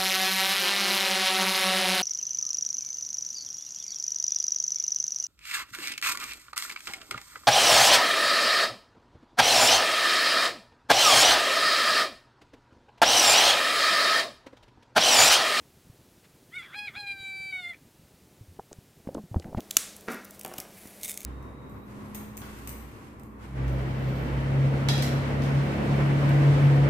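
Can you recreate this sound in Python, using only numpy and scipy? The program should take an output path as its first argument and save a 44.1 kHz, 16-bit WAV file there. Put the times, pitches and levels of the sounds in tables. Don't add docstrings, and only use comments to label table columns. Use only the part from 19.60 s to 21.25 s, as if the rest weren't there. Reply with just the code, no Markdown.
import sys
import numpy as np
from scipy import signal
from scipy.fft import rfft, irfft, next_fast_len
from scipy.io import wavfile
from scipy.ndimage import uniform_filter1d

SR = 44100
rng = np.random.default_rng(int(sys.argv[2]) if len(sys.argv) > 2 else 0)


def to_wav(sig):
    pcm = np.clip(np.atleast_2d(sig), -1, 1) * 32767
    pcm = np.round(pcm).astype(np.int16)
    wavfile.write(sys.argv[1], SR, pcm.T)


N = 72765
TIME = np.arange(N) / SR

# (frequency [Hz], gain [dB])
AIR_COLOUR = [(25, -13), (70, -4.5), (150, -4), (280, -4), (620, -6), (1000, -14), (2300, -19.5),
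              (5700, -21.5), (11000, -23), (16000, -23.5)]
SIDE_AIR_COLOUR = [(25, -12), (70, -8), (150, -11), (600, -12), (1500, -20), (16000, -25)]
# (frequency [Hz], level [dB])
FAN_TONES = [(200.6, -59.5), (300, -70.5), (426, -67), (621, -69)]
# (frequency [Hz], T60 [s])
ROOM_T60 = [(200, 0.5), (1400, 0.52), (4000, 0.58), (9000, 0.41), (15000, 0.38)]
# (frequency [Hz], gain [dB])
ROOM_COLOUR = [(100, 3), (700, -3), (1600, -1.5), (8000, 3), (16000, -0.5)]

# (time [s], level [dB])
FINGER_RUB = [(0, -65), (.09, -83), (.13, -56), (.45, -66), (.52, -48.5), (.6, -68), (.7, -74),
              (.75, -52.5), (.78, -67), (.87, -58), (.95, -57), (1.01, -49), (1.06, -66), (1.18, -53),
              (1.4, -53.5), (1.6, -61)]
EDGE_SCRAPE = [(1.405, -68), (1.43, -46), (1.442, -44), (1.474, -45), (1.485, -41), (1.51, -39),
               (1.54, -60), (1.6, -67)]
# (time [s], level [dB])
EDGE_SLIPS = [(1.4128, -36.5), (1.4208, -51), (1.4326, -23), (1.4383, -27), (1.4428, -31), (1.4465, -24),
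              (1.4497, -24.5), (1.4536, -35), (1.457, -27), (1.4802, -26), (1.484, -32), (1.4877, -28),
              (1.4946, -22.5), (1.497, -28), (1.5027, -38), (1.5078, -26), (1.5156, -26.5), (1.5203, -39),
              (1.529, -41), (1.5412, -31), (1.5747, -22), (1.605, -31), (1.6163, -33.5), (1.6312, -36.5),
              (1.6493, -16.5)]
# (frequency [Hz], gain [dB])
FINGER_COLOUR = [(300, -14), (1500, -6.5), (2300, 2.5), (3200, -7.5), (7000, -5), (10000, -0.5), (12800, 0),
                 (16000, -8)]
EDGE_COLOUR = [(400, -14), (1600, -18), (2300, -10), (4500, -9), (7000, -2), (10200, 0.5), (11300, -2),
               (13000, 2), (16000, -6)]
# (frequency [Hz], bandwidth [Hz], gain [dB])
PIECE_RESONANCES = [(2204, 250, 9), (3610, 300, 6), (6420, 350, -7), (8050, 350, -8), (10340, 500, -7)]

# (time [s], level [dB])
KNOCKS = [(.8503, -12.5), (.8555, -21), (.862, -18), (.870, -24), (.9152, -20), (.9235, -23), (.9405, -19),
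          (.9862, -15), (1.052, -25)]
HAND_BUMPS = [(.9865, -16), (1.256, -18)]
THUD_CONTACTS = [(.4745, -32), (.4805, -14), (.4848, -5.5)]
# (frequency [Hz], gain [dB])
KNOCK_COLOUR = [(100, -13), (350, -1.5), (560, 0.5), (730, 3.5), (950, -5.5), (1200, -1.5), (1750, -12),
                (2900, -14), (4500, -31.5), (16000, -28)]
HAND_COLOUR = [(25, -24), (80, -3), (280, 0.5), (500, -17), (1500, -21), (16000, -74)]
THUD_COLOUR = [(40, -19), (130, -14), (240, 2), (500, -1), (700, -4), (1000, -7), (1400, 1), (2100, -6),
               (2650, -10), (3200, -18.5), (6000, -16.5), (16000, -45)]
# (frequency [Hz], level [dB], T60 [s])
THUD_MODES = [(238.5, -36, .3), (372, -43, .3), (453, -42, .28), (519, -39, .3), (1398, -49, .3),
              (1586, -49, .25), (1880, -51, .25), (2094, -50, .3)]

# (time [s], level [dB], low edge [Hz])
CRUMB_TICKS = [(0.365, -31.5, 8200), (.409, -38.5, 6000), (.5177, -34.5, 7000), (0.5225, -33, 7000),
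               (0.533, -40, 6000), (0.544, -36.5, 6000), (0.6465, -37.5, 8000), (0.6511, -35.5, 7060),
               (.7080, -34, 7000), (.7933, -33.5, 7000), (0.796, -35, 5000), (0.8115, -31.5, 1500),
               (.833, -36, 8000), (0.848, -25, 2010), (.861, -34, 1500), (0.879, -37.5, 6000),
               (0.9378, -35, 2500), (.9633, -44, 3970), (0.9815, -28, 2480), (0.9841, -25, 2500),
               (1.0012, -24.5, 4400), (1.006, -38, 8000), (1.2727, -38.5, 4000)]
# (time [s], level [dB])
WARNING_CRACKS = [(.0052, -34), (.1076, -25), (.1103, -18.5), (.1138, -34), (.1585, -41), (.1667, -34)]
# (time [s], level [dB])
BREAKS = [(0.1685, -1), (0.1722, -14.5)]
# (frequency [Hz], gain [dB])
CRUMB_COLOUR = [(300, -28), (1500, -19), (2800, 1), (3900, -8), (5300, -0.5), (7500, -2.5), (9500, -1.5),
                (12200, 0), (16000, -3)]
CRACK_COLOUR = [(300, -37), (1400, -16), (2400, -7), (3500, 3), (4800, 0), (7400, 2.5), (8600, -3.5),
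                (11000, -1), (14300, 1.5), (16000, -5.5)]
RADIATED_COLOUR = [(200, -17), (750, -17), (1200, 0.5), (2500, -1), (5000, -1), (7500, 2), (11000, -1),
                   (16000, -7.5)]
# (frequency [Hz], level [dB], T60 [s])
SLAB_MODES = [(275, -28.5, 0.013), (1164, -17, 0.0083), (2900, -11.5, 0.011), (3500, -11, 0.0075),
              (4440, -12, 0.011), (5520, -9, .011), (6140, -2.5, 0.0057), (6960, -0.5, 0.0064),
              (8020, -14.5, .011), (9800, -4.5, .007), (11660, -8, 0.006), (12960, -4, 0.0063),
              (15000, -9.5, 0.0056)]


def from_db(db):
    return 10 ** (np.asarray(db) / 20)


def unit_rms(x):
    return x / np.sqrt(np.mean(x ** 2) + 1e-20)


def at_hz(points, hz):
    frequencies, values = np.transpose(points)
    return np.interp(np.log(np.maximum(hz, 1)), np.log(frequencies), values)


def coloured(x, colour):
    size = 2 * next_fast_len(N)
    gain = unit_rms(from_db(at_hz(colour, np.linspace(0, SR / 2, size // 2 + 1))))
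    cepstrum = irfft(np.log(gain))[:size // 2]
    cepstrum[1:] *= 2
    return irfft(rfft(x, size) * np.exp(rfft(cepstrum, size)))[:N]


def resonance(x, hz, width_hz):
    radius = np.exp(-np.pi * width_hz / SR)
    feedback = [1, -2 * radius * np.cos(2 * np.pi * hz / SR), radius ** 2]
    return signal.lfilter(np.array([1, 0, -1]) * (1 - radius ** 2) / 2, feedback, x + 1e-18)


def ring(start_s, hz, t60):
    age = np.maximum(TIME - start_s, 0)
    return np.sin(2 * np.pi * hz * age) * np.exp(-np.minimum(np.log(1000) * age / t60, 40))


def impulses(events):
    force = np.zeros(N)
    for time_s, db in events:
        force[int(time_s * SR)] += from_db(db)
    return force


def bursts(events, decay_s, rise_s=0.00028):
    power = np.zeros(N)
    envelope = (1 - np.exp(-TIME / rise_s)) * np.exp(-np.minimum(TIME / decay_s, 30))
    for time_s, db in events:
        start = int(time_s * SR)
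        power[start:] += (from_db(db) * envelope[:N - start] / envelope.max()) ** 2
    return from_db(-1.5) * np.sqrt(power) * rng.choice([-1, 1], N)


def friction(level_curve, spread_db, grain_s=0.0014):
    roughness = unit_rms(uniform_filter1d(rng.standard_normal(N), size=int(grain_s * SR)))
    envelope = from_db(np.interp(TIME, *np.transpose(level_curve), left=-120))
    return envelope * unit_rms(from_db(spread_db * roughness) * rng.standard_normal(N))


def ventilation(waver_rad=0.39):
    sound = from_db(-53.5) * coloured(rng.standard_normal(N), AIR_COLOUR)
    for hz, db in FAN_TONES:
        waver = waver_rad * unit_rms(resonance(rng.standard_normal(N), hz=4.6, width_hz=7.1))
        sound += from_db(db) * np.sqrt(2) * np.sin(2 * np.pi * hz * TIME + waver)
    return sound


def kitchen(x, build_s=0.01):
    tail = np.zeros(N)
    edges_hz = np.geomspace(80, 18000, 13)
    for low, high in zip(edges_hz, edges_hz[1:]):
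        bandpass = signal.butter(2, [low, high], "band", fs=SR, output="sos")
        decay = np.exp(-np.log(1000) * TIME / at_hz(ROOM_T60, np.sqrt(low * high)))
        tail += decay * signal.sosfilt(bandpass, rng.standard_normal(N))
    tail = coloured(tail * (1 - np.exp(-TIME / build_s)), ROOM_COLOUR)
    return signal.fftconvolve(x, unit_rms(tail) / np.sqrt(N))[:N]


def fingers():
    return coloured(friction(FINGER_RUB, spread_db=2), FINGER_COLOUR)


def crumbs():
    ticks = np.zeros(N)
    for time_s, db, low_hz in CRUMB_TICKS:
        highpass = signal.butter(2, low_hz, "high", fs=SR, output="sos")
        ticks += signal.sosfilt(highpass, bursts([(time_s, db)], decay_s=0.0013) + 1e-18)
    return coloured(ticks, CRUMB_COLOUR)


def hand_bumps():
    return coloured(impulses(HAND_BUMPS), HAND_COLOUR)


def worktop_knocks():
    force = impulses(KNOCKS) + from_db(-20.5) * bursts(KNOCKS, decay_s=0.0037)
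    return from_db(-1.5) * coloured(force, KNOCK_COLOUR)


def thud(softness_hz=3070):
    settling = from_db(-22.5) * bursts(THUD_CONTACTS, decay_s=0.0081)
    lowpass = signal.butter(1, softness_hz, fs=SR, output="sos")
    force = signal.sosfilt(lowpass, impulses(THUD_CONTACTS) + settling)
    blow = from_db(-1.5) * coloured(force, THUD_COLOUR)
    full_weight_s = THUD_CONTACTS[-1][0]
    hollow = sum(from_db(db) * ring(full_weight_s, hz, t60) for hz, db, t60 in THUD_MODES)
    return blow, hollow


def grinding_edges():
    slips = bursts(EDGE_SLIPS, decay_s=0.0013)
    scrape = from_db(1) * friction(EDGE_SCRAPE, spread_db=3)
    contact = coloured(slips + scrape, EDGE_COLOUR)
    ringing = sum(from_db(db) * resonance(contact, hz, width) for hz, width, db in PIECE_RESONANCES)
    return from_db(-3.5) * contact + ringing


def warning_cracks():
    return coloured(bursts(WARNING_CRACKS, decay_s=0.00064), CRACK_COLOUR)


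def snap(crossing_s=0.000087):
    ringing = np.zeros(N)
    for break_s, break_db in BREAKS:
        for k, (hz, db, t60) in enumerate(SLAB_MODES):
            polarity = (-1) ** (k // 2)
            onset_s = break_s + crossing_s * k / len(SLAB_MODES)
            ringing += polarity * from_db(break_db + db) * ring(onset_s, hz, t60)
    splinters = from_db(-15) * coloured(bursts(BREAKS, decay_s=0.00097), CRACK_COLOUR)
    recoil = from_db(-14.5) * coloured(impulses(BREAKS), HAND_COLOUR)
    return ringing + splinters + recoil


def scene():
    crackles = warning_cracks() + crumbs()
    grind = grinding_edges()
    blow, hollow = thud()
    knocks = worktop_knocks()
    radiated_snap = from_db(-2) * coloured(impulses(BREAKS[:1]), RADIATED_COLOUR)
    near_to_walls = radiated_snap + from_db(-14) * crackles + from_db(-12.5) * grind
    room = kitchen(near_to_walls + from_db(-2) * knocks + from_db(2.5) * blow)
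    direct = snap() + crackles + grind + knocks + hand_bumps() + blow + hollow + fingers()
    mid = direct + room + ventilation()
    side = from_db(-73.5) * coloured(rng.standard_normal(N), SIDE_AIR_COLOUR)
    return np.array([mid + side, mid - side])


def record(dry):
    ceiling, cutoff_hz = 1.3, 15700
    rounded = ceiling * np.tanh(dry / ceiling)
    return signal.sosfilt(signal.butter(24, cutoff_hz, fs=SR, output="sos"), rounded)


dry = scene()
out = record(dry)
to_wav(out)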